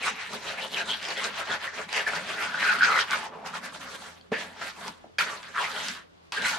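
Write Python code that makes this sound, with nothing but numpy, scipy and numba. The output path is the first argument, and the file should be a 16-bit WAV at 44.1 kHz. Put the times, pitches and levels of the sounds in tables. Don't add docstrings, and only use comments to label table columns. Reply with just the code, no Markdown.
import sys
import numpy as np
from scipy import signal
from scipy.io import wavfile
from numba import njit

SR = 44100
rng = np.random.default_rng(int(sys.argv[2]) if len(sys.argv) > 2 else 0)


def master_out(mix):
    frames = np.transpose(np.atleast_2d(mix))
    ceiling = np.clip(frames, -1, 1)
    pcm = np.round(ceiling * 32767).astype(np.int16)
    wavfile.write(sys.argv[1], SR, pcm)


N = 290178


def from_db(db):
    return 10 ** (np.asarray(db) / 20)


def rms_one(x):
    return x / np.sqrt(np.mean(x ** 2) + 1e-20)


def at_hz(points, hz):
    points = np.array(points)
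    return np.interp(np.log(hz), np.log(np.maximum(points[:, 0], 1)), points[:, 1])


def in_time(rows, axis=1):
    rows = np.array(rows)
    return np.interp(np.arange(N) / SR, rows[:, 0], rows[:, axis])


def filtered(x, order, hz, kind):
    return signal.sosfilt(signal.butter(order, hz, kind, fs=SR, output="sos"), x)


def drift(rate):
    r = np.exp(-80 * np.pi * rate / SR)
    slow = signal.lfilter([1], [1, -2 * r, r * r], rng.standard_normal(N // 40 + 2002))[2000:]
    return np.interp(np.arange(N) / 40, np.arange(len(slow)), rms_one(slow))


def random_moments(per_s, chances):
    when, *rest = rng.random((int(per_s * N / SR), 1 + chances)).T
    return (when * (N - 1)).astype(int), *rest


def ring(clicks, hz, t60):
    r, w = np.exp(-np.log(1000) / (t60 * SR)), 2 * np.pi * hz / SR
    return signal.lfilter([0, np.sin(w)], [1, -2 * r * np.cos(w), r * r], clicks + 1e-18)


def grains(per_s, spread_db, clump_db):
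    sizes = from_db(spread_db * np.minimum(rng.exponential(1, (2, N)), 5)) * rng.choice([-1, 1], (2, N))
    struck = rng.random((2, N)) < per_s / SR
    return rms_one(sizes * struck * from_db(clump_db * drift(39)))


def colour(pair, spectrum, side, patchy_db):
    out, edges = 0, 25 * 2 ** np.arange(0, 9.6, .45)
    for k, (low, high) in enumerate(zip(edges, edges[1:])):
        hz = np.sqrt(low * high)
        if hz > spectrum[0][0]:
            mid, wide = filtered(pair, 2, [low, high], "band")
            gain = from_db(at_hz(spectrum, hz) + patchy_db * drift(17.0)) * (-1) ** k
            out = out + gain * (mid + from_db(at_hz(side, hz)) * wide * [[1], [-1]])
    return out / np.sqrt(np.mean(out.mean(axis=0) ** 2))


# pitch_hz, level_db (per Hz)
AIR_SPECTRUM = [(15, -43.5), (40, 7), (65, -6.5), (110, -2.5), (160, -15.5), (225, -6.5), (460, -5),
                (892, -10), (1100, -7), (1730, -16), (3730, -16), (7610, -29.5), (11300, -36.5),
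                (14000, -53)]
# pitch_hz, side_to_mid_db
AIR_WIDTH = [(60, -17), (180, 10.5), (550, 6), (1650, 5.5), (4970, 0.5), (15000, 6)]
AIR_DB = -62


def air():
    return from_db(AIR_DB) * colour(rng.standard_normal((2, N)), AIR_SPECTRUM, AIR_WIDTH, patchy_db=1.5)


# pitch_hz, level_db (rms, before it wavers)
MACHINE_HUM = [(84, -68), (126, -77), (168, -72)]


def hum():
    t, out = np.arange(N) / SR, 0
    for hz, db in MACHINE_HUM:
        level = np.sqrt(2) * from_db(db + 2 * drift(7))
        out = out + level * np.sin(2 * np.pi * hz * t + .8 * drift(3))
    return out


# time_s, level_db (rms, before it flickers)
BASS_LEVEL = [(0.0, -56), (0.11, -47.5), (0.22, -70), (0.35, -46.5), (0.44, -67), (0.62, -52), (1.17, -60),
              (1.24, -52), (1.47, -68), (1.5, -49), (1.68, -75), (1.78, -51), (1.91, -61.5), (2.22, -45.5),
              (2.25, -58.5), (2.9, -48), (3.04, -67), (3.17, -50), (3.21, -58.5), (3.85, -52), (4.27, -70),
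              (4.32, -56), (4.36, -53), (4.6, -61.5), (4.65, -52), (4.75, -68), (4.89, -47), (4.99, -77),
              (5.06, -59.5), (5.13, -82), (5.22, -55), (5.44, -66.5), (5.9, -51.5), (6.05, -73.5),
              (6.3, -78), (6.4, -47), (6.49, -61), (6.58, -49)]


def rumble():
    noise = filtered(rng.standard_normal(N), 3, [160.0, 265.0], "band")
    return from_db(in_time(BASS_LEVEL) + 1.8 * drift(7.1)) * rms_one(noise)


# peak_s, rise_s, fall_s, grit_db,
# low_ring_db, low_ring_hz, high_ring_db, high_ring_hz, squelch_db
BLADE_STROKES = [(0.07, 0.061, 0.05, -31.5, -40.5, 1700, -32, 2300, -37.5),
                 (0.218, 0.13, 0.15, -43, -43, 1750, -45, 2180, -50),
                 (0.347, 0.049, 0.036, -37.5, -61, 1240, -57, 2280, -38.5),
                 (0.507, 0.12, 0.068, -41.5, -42, 1510, -41.5, 2500, -41),
                 (0.592, 0.028, 0.036, -48, -40, 1720, -38.5, 2420, -46),
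                 (0.642, 0.08, 0.048, -40, -58, 1730, -39, 3020, -42),
                 (0.742, 0.038, 0.037, -41, -49, 1530, -36.5, 3180, -43.5),
                 (0.778, 0.034, 0.043, -38, -37.5, 1650, -33.5, 2580, -41.5),
                 (0.81, 0.039, 0.04, -41.5, -35, 1620, -41, 2500, -40.5),
                 (0.895, 0.047, 0.1, -38.5, -43.5, 1430, -43, 3080, -42),
                 (0.925, 0.04, 0.025, -46, -55, 1520, -28, 3190, -60),
                 (1.056, 0.077, 0.018, -44, -57, 1810, -39, 2620, -52),
                 (1.116, 0.09, 0.039, -34.5, -53, 1380, -43, 2350, -38),
                 (1.181, 0.03, 0.083, -37, -35, 1870, -37, 3100, -42.5),
                 (1.252, 0.029, 0.051, -33, -37.5, 1430, -41, 2100, -36.5),
                 (1.406, 0.092, 0.034, -36, -39, 1230, -40, 2650, -42),
                 (1.537, 0.082, 0.038, -34, -32, 1500, -40, 3200, -37.5),
                 (1.651, 0.055, 0.055, -38, -36, 1490, -44, 2220, -44.5),
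                 (1.797, 0.075, 0.057, -37.5, -43.5, 1320, -49, 2260, -39),
                 (1.893, 0.017, 0.16, -44.5, -65, 1340, -61, 2280, -48.5),
                 (1.93, 0.0064, 0.027, -36, -38, 1750, -41, 2250, -42),
                 (1.974, 0.055, 0.036, -33, -30.5, 1970, -33.5, 2720, -41.5),
                 (2.005, 0.037, 0.046, -35.5, -35.5, 1620, -44, 2200, -37.5),
                 (2.081, 0.019, 0.026, -34, -25.5, 1680, -34, 2200, -38),
                 (2.159, 0.092, 0.066, -33.5, -43, 1530, -40.5, 2150, -38.5),
                 (2.313, 0.095, 0.039, -37, -63, 1380, -40, 2370, -42),
                 (2.35, 0.031, 0.034, -55, -43, 1450, -52, 2200, -44),
                 (2.443, 0.12, 0.065, -33.5, -33.5, 1400, -42, 2140, -38.5),
                 (2.545, 0.042, 0.085, -43.5, -33.5, 1500, -42, 2970, -44.5),
                 (2.632, 0.054, 0.11, -30.5, -31.5, 1820, -38.5, 2600, -39),
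                 (2.696, 0.066, 0.057, -34, -21.5, 1470, -32, 2460, -46),
                 (2.755, 0.035, 0.031, -34.5, -29, 1350, -38, 2020, -38),
                 (2.79, 0.006, 0.028, -35.5, -27, 1500, -45, 2100, -51),
                 (2.848, 0.043, 0.062, -31, -24.5, 1530, -33, 2530, -56),
                 (2.916, 0.083, 0.11, -33, -28, 1260, -36, 2050, -36),
                 (2.972, 0.033, 0.042, -34, -28.5, 1490, -24.5, 1975, -37),
                 (3.005, 0.04, 0.033, -29, -34, 1440, -32.5, 3200, -48),
                 (3.135, 0.049, 0.063, -34, -33, 1300, -34, 2260, -42),
                 (3.255, 0.42, 0.031, -41.5, -44, 880, -59, 2540, -47),
                 (3.35, 0.11, 0.29, -63, -50, 1000, -58, 2050, -46),
                 (3.467, 0.02, 0.059, -43.5, -41.5, 1300, -48, 2220, -44.5),
                 (3.557, 0.025, 0.04, -40, -37.5, 1130, -42, 2040, -44.5),
                 (3.654, 0.036, 0.057, -41.5, -42, 1470, -51, 2180, -46.5),
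                 (3.753, 0.028, 0.03, -43.5, -51, 1350, -63, 2970, -44),
                 (3.815, 0.021, 0.26, -46.5, -47, 1190, -71, 2200, -49.5),
                 (3.957, 0.053, 0.01, -44.5, -66, 1380, -46.5, 3070, -44),
                 (4.019, 0.024, 0.13, -47.5, -53, 1400, -64, 2580, -50.5),
                 (4.319, 0.0019, 0.24, -47, -48, 1750, -60, 2400, -44.5),
                 (4.335, 0.015, 0.073, -44, -34, 1790, -36.5, 2430, -55),
                 (4.414, 0.041, 0.051, -38, -60, 1430, -61, 2540, -64),
                 (4.617, 0.0059, 0.046, -39.5, -53, 1350, -50, 3000, -43.5),
                 (4.664, 0.096, 0.063, -42.5, -45.5, 1380, -46, 3010, -45.5),
                 (4.785, 0.044, 0.18, -49.5, -48, 990, -80, 3060, -52.5),
                 (4.882, 0.059, 0.032, -43.5, -47, 1070, -67, 2880, -48),
                 (5.187, 0.0026, 0.042, -30.5, -29, 1570, -36, 2300, -38),
                 (5.209, 0.0066, 0.039, -32, -30, 1420, -44, 2340, -45),
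                 (5.284, 0.074, 0.12, -41, -39.5, 1280, -47, 2300, -41),
                 (5.433, 0.0072, 0.16, -48.5, -50.5, 1270, -72, 3230, -53),
                 (5.566, 0.023, 0.056, -46.5, -30, 1380, -74, 2170, -54),
                 (5.612, 0.036, 0.054, -37.5, -31, 912, -38, 2900, -39.5),
                 (5.652, 0.039, 0.038, -38, -38.5, 890, -34, 2100, -55),
                 (5.69, 0.032, 0.044, -48, -36.5, 1340, -60, 2500, -46.5),
                 (5.775, 0.057, 0.093, -50, -39.5, 1400, -43, 3030, -42),
                 (5.887, 0.3, 0.085, -39, -64, 1640, -41, 3020, -51),
                 (5.959, 0.023, 0.065, -59, -46.5, 1390, -54.5, 3000, -52.5),
                 (6.323, 0.0023, 0.089, -36, -39, 970, -45, 2630, -58),
                 (6.38, 0.021, 0.095, -45, -33, 1570, -44, 3190, -41),
                 (6.46, 0.049, 0.11, -30.5, -33.5, 1480, -37, 2100, -48),
                 (6.515, 0.01, 0.25, -40, -54, 1420, -61, 2200, -42.5)]
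EDGE_DB, ROUNDNESS = 12, 1.5
SETTLE_DB, SETTLE_DB_PER_S = -45, 74.5
TOUCH_RISES = 1.45


def stroke_controls():
    columns = np.transpose(BLADE_STROKES)[:, :, None]
    peak_s, rise_s, fall_s, grit_db, low_db, low_hz, high_db, high_hz, squelch_db = columns
    t = np.arange(0, N / SR + .001, .001)
    since = t - peak_s
    away = np.abs(since) / np.maximum(np.where(since < 0, rise_s, fall_s), .002)
    swell = from_db(-EDGE_DB * np.minimum(away, 8) ** ROUNDNESS)
    touch = np.clip(3 * (since / rise_s + TOUCH_RISES), 0, 1)
    settling = (since > 0) * from_db(SETTLE_DB - SETTLE_DB_PER_S * np.abs(since)) ** 2
    power = swell ** 2 * touch ** 2 + settling + 1e-12

    def level(db):
        return 10 * np.log10(np.sum(power * from_db(db) ** 2, axis=0))

    def pitch(hz, db):
        weight = (power * from_db(db) ** 2) ** 2
        return np.sum(weight * hz, axis=0) / np.sum(weight, axis=0)

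    low, high = (level(low_db), pitch(low_hz, low_db)), (level(high_db), pitch(high_hz, high_db))
    controls = level(grit_db), *low, *high, level(squelch_db)
    return [np.interp(np.arange(N) / SR, t, c) for c in controls]


# pitch_hz, side_to_mid_db
WORK_WIDTH = [(120, -13), (250, -38.5), (500, -2.5), (1200, -14.5), (2500, -2), (5000, -1), (10000, -1.5)]


def widen(pair, hz):
    return pair[0] + from_db(at_hz(WORK_WIDTH, hz)) * pair[1] * [[1], [-1]]


# pitch_hz, level_db (per Hz)
GRIT_SPECTRUM = [(450, -22), (800, -3), (1500, 8), (2400, 1.5), (3500, -2), (5000, -5), (7500, -10.5),
                 (10500, -15), (13000, -33), (15800, -56)]


def crunch(cycles):
    out = 0
    for hz in np.geomspace(500, 9000, num=18):
        cracks = grains(400, spread_db=1.0, clump_db=-2.0) * from_db(3.7 * drift(15))
        pair = rms_one(ring(cracks, hz, cycles / hz)) * np.sqrt(hz)
        out = out + from_db(at_hz(GRIT_SPECTRUM, hz)) * widen(pair, hz)
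    return rms_one(out)


# time_s, level_db
TREBLE_LEVEL = [(0, -7.5), (0.5, 3.5), (1, -0.5), (1.5, -5.5), (2, -2), (2.5, -5.5), (3, -4), (3.5, 2),
                (4, 5.5), (4.4, -2.5), (4.8, 4.5), (5.2, 2), (5.5, 1), (5.9, 4.5), (6.3, -2.5), (6.58, 2)]
TREBLE_HZ = 6300


def scrape(grit_db):
    sand = colour(grains(6000, spread_db=2.5, clump_db=0.5), GRIT_SPECTRUM, WORK_WIDTH, patchy_db=4.0)
    grit = sand + from_db(-5) * crunch(cycles=17.4)
    treble = filtered(grit, 1, TREBLE_HZ, "high")
    return from_db(grit_db) * (grit + (from_db(in_time(TREBLE_LEVEL)) - 1) * treble)


@njit
def sweep(x, cosine, r):
    y = np.zeros_like(x)
    for i in range(2, len(x)):
        y[i] = (1 - r[i] ** 2) * (x[i] - x[i - 2]) / 2 + 2 * r[i] * cosine[i] * y[i - 1] - r[i] ** 2 * y[i - 2]
    return y


WOBBLE_SHARE, WOBBLE_PER_S = 0.027, 16.4


def pocket(clicks, ring_hz, sharpness):
    ring_hz = ring_hz * (1 + WOBBLE_SHARE * drift(WOBBLE_PER_S))
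    width_hz = ring_hz / np.clip(sharpness, 1.5, 9)
    cosine, r = np.cos(2 * np.pi * ring_hz / SR), np.exp(-np.pi * width_hz / SR)
    pair = np.array([sweep(sweep(row, cosine, r), cosine, r) for row in clicks])
    return widen(pair / np.sqrt(width_hz * np.pi / 2 / SR), 890.0)


# time_s, added_sharpness
POCKET_SEAL = [(0, -4), (0.7, -5), (0.95, 6), (1.2, -1), (1.9, -2), (2.1, -1.5), (2.3, 6), (2.4, 6.5),
               (2.55, -1), (2.65, -1.5), (2.85, -3), (3.1, -3), (3.3, 0), (3.8, -2.5), (4.25, -13),
               (4.34, -2), (4.42, 6.5), (5.2, -2.5), (5.4, -3), (5.57, -3.5), (5.7, -0.5), (6.35, 2.5),
               (6.58, 3)]
LOW_SHARPNESS, HIGH_SHARPNESS, SHARPER_PER_DB = 2.6, 2.75, 0.33


def pocket_rings(gravel, low_db, low_hz, high_db, high_hz):
    low_sharpness = LOW_SHARPNESS + in_time(POCKET_SEAL) + SHARPER_PER_DB * (low_db + 39)
    high_sharpness = HIGH_SHARPNESS + SHARPER_PER_DB * (high_db + 39)
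    low = from_db(low_db) * pocket(gravel, low_hz, low_sharpness)
    return low + from_db(high_db) * pocket(gravel[:, ::-1].copy(), high_hz, high_sharpness)


# time_s, pitch_hz, level_db (over the grit)
TIP_RING = [(0.0, 3950, -12), (0.99, 4080, -4.5), (1.06, 5030, -10.5), (1.19, 4030, -10), (1.41, 4300, -16),
            (1.89, 4160, -14), (1.91, 4700, -10.5), (2.33, 4150, -20), (2.46, 4900, -17),
            (2.64, 4030, -13.5), (2.86, 4630, -11), (3.01, 3650, -11), (3.11, 4800, -26), (3.45, 4100, -27),
            (3.88, 4700, -15), (3.94, 4150, -12), (5.11, 4380, -13), (5.13, 4620, -5.5),
            (5.55, 3990, -16.5), (5.72, 4600, -16), (5.83, 4030, -11.5), (5.88, 4700, -12.5),
            (6.17, 4040, -11), (6.3, 4800, -8), (6.41, 4130, -8.5), (6.58, 4470, -16)]
THIN_SHARPNESS, THIN_FLICKER_DB = 7.7, 2.5


def thin_ring(gravel, grit_db):
    level_db = grit_db + in_time(TIP_RING, axis=2) + THIN_FLICKER_DB * drift(36)
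    shifted = np.roll(gravel, N // 3, axis=1)
    return from_db(level_db) * pocket(shifted, in_time(TIP_RING), THIN_SHARPNESS)


# pitch_hz, width_hz, level_db
MORTAR_BED = [(208, 110, -8), (300, 150, -9.5), (415.8, 60, -1.5), (534, 62, 0.5), (654, 90, 2.5),
              (813, 100, 4), (987, 172, 3)]


def squelch():
    lumps, pair = grains(900, spread_db=-1.0, clump_db=0.5), 0
    for k, (hz, width, db) in enumerate(MORTAR_BED):
        pair = pair + from_db(db + 2 * drift(4)) * (-1) ** k * rms_one(ring(lumps, hz, 2.2 / width))
    return widen(rms_one(filtered(pair, 2, 150.0, "high")), 400.0)


PEBBLES_PER_S = 8
PEBBLE_DB, PEBBLE_STEEL_DB, PEBBLE_SPREAD_DB = 2.5, -1.5, 4.5


def pebbles(grit_db, ring_db, ring_hz):
    at, size = random_moments(PEBBLES_PER_S, 1)
    extra_db = PEBBLE_SPREAD_DB * (2 * size - 1)
    return np.c_[at / SR, ring_db[at] + PEBBLE_DB + extra_db, ring_hz[at],
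                 grit_db[at] + PEBBLE_STEEL_DB + extra_db]


# start_s, level_db, pitch_hz, steel_db
BIG_STONES = [(0.036, -25, 2400, -30), (0.335, -22, 1250, -46), (0.585, -15, 2490, -50),
              (0.736, -27, 3180, -35), (0.771, -6, 2510, -36), (0.904, -19, 3180, -24),
              (1.051, -26, 2380, -29), (1.243, -33, 1840, -30), (1.676, -14.5, 1860, -50),
              (1.891, -22, 2300, -45), (1.927, -29, 1670, -40), (2.067, -11, 1700, -46),
              (2.076, -13, 1600, -45), (2.133, -14, 1430, -43), (2.34, -24, 1420, -43),
              (2.496, -19, 1440, -49), (2.544, -18, 1540, -45), (2.577, -16.5, 1480, -45),
              (2.621, -15, 1560, -42), (2.677, -13, 1650, -28), (2.694, -12, 1540, -39),
              (2.731, -25, 1500, -35), (2.785, -14, 1450, -33), (2.808, -4, 1550, -42),
              (2.8215, -1, 1490, -35), (2.8305, 0, 1560, -24), (2.837, -3, 1500, -28),
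              (2.847, -4.5, 1565, -22), (2.888, -10, 1360, -29), (2.9565, -8, 1406, -30),
              (2.988, -6.5, 1460, -26), (3.1155, -13, 1500, -35), (3.132, -8.5, 1475, -33),
              (3.256, -30, 885, -55), (3.263, -25.5, 925, -55), (3.538, -19.5, 1350, -56),
              (3.723, -32, 1120, -48), (3.747, -27, 1390, -51), (4.211, -26, 4470, -48),
              (4.329, -16.5, 1750, -38), (4.365, -20, 1786, -37), (4.615, -25, 1350, -51),
              (4.812, -34, 700, -41), (4.848, -32, 1060, -50), (4.88, -23, 923, -46),
              (5.184, -12, 1660, -15), (5.188, -11.5, 2300, -27), (5.207, -7.5, 1404, -32),
              (5.213, -27, 1440, -40), (5.222, -11.5, 2320, -43), (5.245, -23, 1510, -45),
              (5.558, -31, 1390, -54), (5.563, -16, 1320, -51), (5.573, -17, 1286, -46),
              (5.58, -18, 1160, -47), (5.887, -8, 4840, -39), (6.323, -17, 2610, -34.5),
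              (6.374, -15, 1610, -27), (6.448, -9, 2060, -38), (6.466, -18, 2100, -27)]
# pitch_hz, level_db, t60_s
BLADE_MODES = [(1650, -7, 0.033), (2420, -9, 0.024), (3230, -1, 0.021), (4170, -13.5, 0.022),
               (4980, -8, 0.018), (6570, -16, 0.022)]
SNAG_CYCLES, SNAG_RISE_S = 27.4, 0.0014


def snags(stones):
    t = np.arange(int(.05 * SR)) / SR
    out, strengths = np.zeros(N), rng.normal(0, 3, (len(stones), len(BLADE_MODES)))
    cracks = signal.lfilter([1], [1, -.7], rng.standard_normal((len(stones), len(t))))
    cracks *= from_db(-18.5 - 60 * t / 0.0038)
    for (s, db, hz, steel_db), chance, steel in zip(stones, strengths, cracks):
        for (mode_hz, mode_db, t60), extra_db in zip(BLADE_MODES, chance):
            steel = steel + np.sin(2 * np.pi * mode_hz * t) * from_db(mode_db + extra_db - 60 * t / t60)
        sound = np.sin(2 * np.pi * hz * t) * from_db(db - 60 * t * hz / SNAG_CYCLES)
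        sound *= 1 - np.exp(-(t / SNAG_RISE_S) ** 2)
        sound += from_db(steel_db) * steel * (1 - np.exp(-t / .0003))
        at = round(s * SR)
        out[at:at + len(t)] += sound[:N - at]
    return filtered(out, 2, [500, 9000], "band")


# start_s, level_db, pitch_hz
CRUSHED_GRAINS = [(0.155, -37, 2710), (0.1965, -41, 2730), (0.3351, -43, 2520), (0.4304, -40, 3170),
                  (0.624, -40, 2930), (0.7449, -20, 3070), (0.8932, -25, 3150), (0.9147, -17.5, 3300),
                  (1.0296, -30, 3230), (1.0906, -30, 2760), (1.1056, -23, 4400), (1.1633, -31, 2630),
                  (1.242, -21, 3900), (1.2476, -29, 3750), (1.4735, -33, 2980), (1.5165, -22, 3470),
                  (1.7596, -36, 2450), (1.8911, -32, 3930), (1.9275, -40, 2790), (1.954, -30, 2620),
                  (1.9644, -25, 2600), (1.994, -23, 2860), (2.076, -37, 2500), (2.5965, -33, 2680),
                  (2.8416, -17, 2580), (2.9635, -33, 2650), (2.991, -18, 3250), (3.4604, -35, 2880),
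                  (3.6346, -44, 2670), (3.8114, -37, 3260), (3.9544, -34, 3160), (4.5301, -48, 2700),
                  (4.614, -40, 2840), (4.7646, -40, 2600), (4.812, -37, 3680), (4.8819, -29.5, 4900),
                  (5.1894, -16.5, 4600), (5.4306, -39, 3300), (5.586, -31, 3220), (5.6217, -27, 2720),
                  (5.6428, -23, 2500), (5.7633, -27, 3170), (6.4225, -26.5, 3900), (6.466, -25, 3140),
                  (6.482, -24, 2640), (6.504, -33, 2550)]
FLECK_CYCLES, FLECK_SNAP_DB, FLECK_SNAP_T60_S = 52, -7, 0.0057
FLECKS_PER_S, FLECK_DB, FLECK_SPREAD_DB = 30, 1, 3


def flecks(grit_db):
    at, size, pitch = random_moments(FLECKS_PER_S, 2)
    small_db = grit_db[at] + FLECK_DB + FLECK_SPREAD_DB * (2 * size - 1)
    rows = np.vstack([CRUSHED_GRAINS, np.c_[at / SR, small_db, 2500 * 2.6 ** pitch]])
    t = np.arange(int(.012 * SR)) / SR
    out, snaps = np.zeros((2, N)), rng.standard_normal((len(rows), 2, len(t) + 1))
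    for (s, db, hz), snap in zip(rows, np.diff(snaps) / 2):
        sound = np.sin(2 * np.pi * hz * t) * from_db(-60 * t * hz / FLECK_CYCLES)
        sound = sound + snap * from_db(FLECK_SNAP_DB - 60 * t / FLECK_SNAP_T60_S)
        at = round(s * SR)
        out[:, at:at + len(t)] += from_db(db) * sound[:, :N - at]
    return filtered(out, 2, 7500, "low")


# start_s, level_db
HARD_GRAINS = [(0.3338, -26), (1.0283, -27), (1.0424, -26), (1.053, -27), (1.087, -23), (1.2419, -18),
               (1.2474, -23), (1.9293, -18), (2.8384, -19), (2.9635, -28), (2.9833, -25), (3.1093, -19.5),
               (4.8804, -26), (5.185, -22), (5.4306, -35), (5.885, -18), (6.322, -23), (6.4207, -24)]
TICKS_PER_S, TICK_DB, TICK_SPREAD_DB = 60, -0.5, 2
TICK_HZ, TICK_T60_S, TICK_SIDE_DB = 3300, 0.0025, -3.5
TICK_CLICK_DB = 15


def ticks(grit_db):
    at, size = random_moments(TICKS_PER_S, 1)
    small_db = grit_db[at] + TICK_DB - TICK_SPREAD_DB * np.log(size + .03)
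    rows = np.vstack([HARD_GRAINS, np.c_[at / SR, small_db]])
    t = np.arange(int(.006 * SR)) / SR
    pair = np.zeros((2, N))
    rattles = rng.standard_normal((len(rows), 2, len(t))) * from_db(-60 * t / TICK_T60_S)
    rattles[:, 0, 0] = from_db(TICK_CLICK_DB) * np.sign(rattles[:, 0, 0])
    for (s, db), rattle in zip(rows, rattles):
        at = round(s * SR)
        pair[:, at:at + len(t)] += from_db(db) * rattle[:, :N - at]
    pair = filtered(pair, 3, [TICK_HZ / 2, TICK_HZ * 2], "band")
    return pair[0] + from_db(TICK_SIDE_DB) * pair[1] * [[1], [-1]]


# start_s, level_db, pitch_hz, boom_db (over the blow)
LANDING_LUMPS = [(4.318, -14, 443, -5), (4.384, -33, 377, -12), (5.0415, -36.5, 632, -7),
                 (5.055, -44, 630, -3), (5.068, -47, 686, -12), (5.096, -48, 450, -14.5)]
THUMP_T60_S, BOOM_HZ, BOOM_T60_S = 0.029, 230, 0.045
SPLAT_DB, SPLAT_T60_S = -9.5, 0.089


def slaps():
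    out, t = np.zeros(N), np.arange(int(.1 * SR)) / SR
    splats = filtered(rng.standard_normal((len(LANDING_LUMPS), len(t))), 3, [230, 850], "band")
    for (s, db, hz, boom_db), splat in zip(LANDING_LUMPS, rms_one(splats)):
        blow = np.sin(2 * np.pi * hz * t) * from_db(-60 * t / THUMP_T60_S)
        blow += splat * from_db(SPLAT_DB - 60 * t / SPLAT_T60_S)
        blow -= np.sin(2 * np.pi * 2.0 * hz * t) * from_db(-13 - 60 * t / 0.011)
        blow += np.sin(2 * np.pi * BOOM_HZ * t) * from_db(boom_db - 60 * t / BOOM_T60_S)
        at = round(s * SR)
        out[at:at + len(t)] += from_db(db) * blow * (1 - np.exp(-t / .001))
    return filtered(out, 2, 160, "high")


# time_s, left_over_right_db
BLADE_PLACE = [(0, 0), (2.6, 0.2), (3.2, -1), (5.8, -0.5), (6.58, -0.5)]


def placed(near):
    return near * from_db(np.outer([.5, -.5], in_time(BLADE_PLACE)))


SHED_T60_S, SHED_DB = 0.083, -11


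def shed(x):
    t = np.arange(int(.5 * SR)) / SR
    tail = rng.standard_normal((2, len(t))) * from_db(-60 * t / SHED_T60_S) * (t > .006)
    tail = filtered(tail, 1, [300.0, 5000.0], "band")
    return signal.fftconvolve(x, tail / np.sqrt(np.sum(tail[0] ** 2)), axes=1)[:, :N]


def scene():
    grit_db, low_db, low_hz, high_db, high_hz, squelch_db = stroke_controls()
    grit = scrape(grit_db) + flecks(grit_db) + ticks(grit_db)
    gravel = grains(800, spread_db=1.0, clump_db=0.7)
    rings = pocket_rings(gravel, low_db, low_hz, high_db, high_hz) + thin_ring(gravel, grit_db)
    wet = from_db(squelch_db) * squelch()
    small_stones = pebbles(grit_db, low_db, low_hz), pebbles(grit_db, high_db, high_hz)
    stones = np.vstack([BIG_STONES, *small_stones])
    near = placed(grit + rings + wet + snags(stones) + slaps())
    return near + from_db(SHED_DB) * shed(near) + air() + hum() + rumble()


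CUTOFF_HZ = 15800


def record(dry):
    dry = filtered(dry, 3, 60.0, "high")
    return signal.sosfilt(signal.cheby2(12, 70, CUTOFF_HZ * 1.04, fs=SR, output="sos"), dry)


dry = scene()
out = record(dry)
master_out(out)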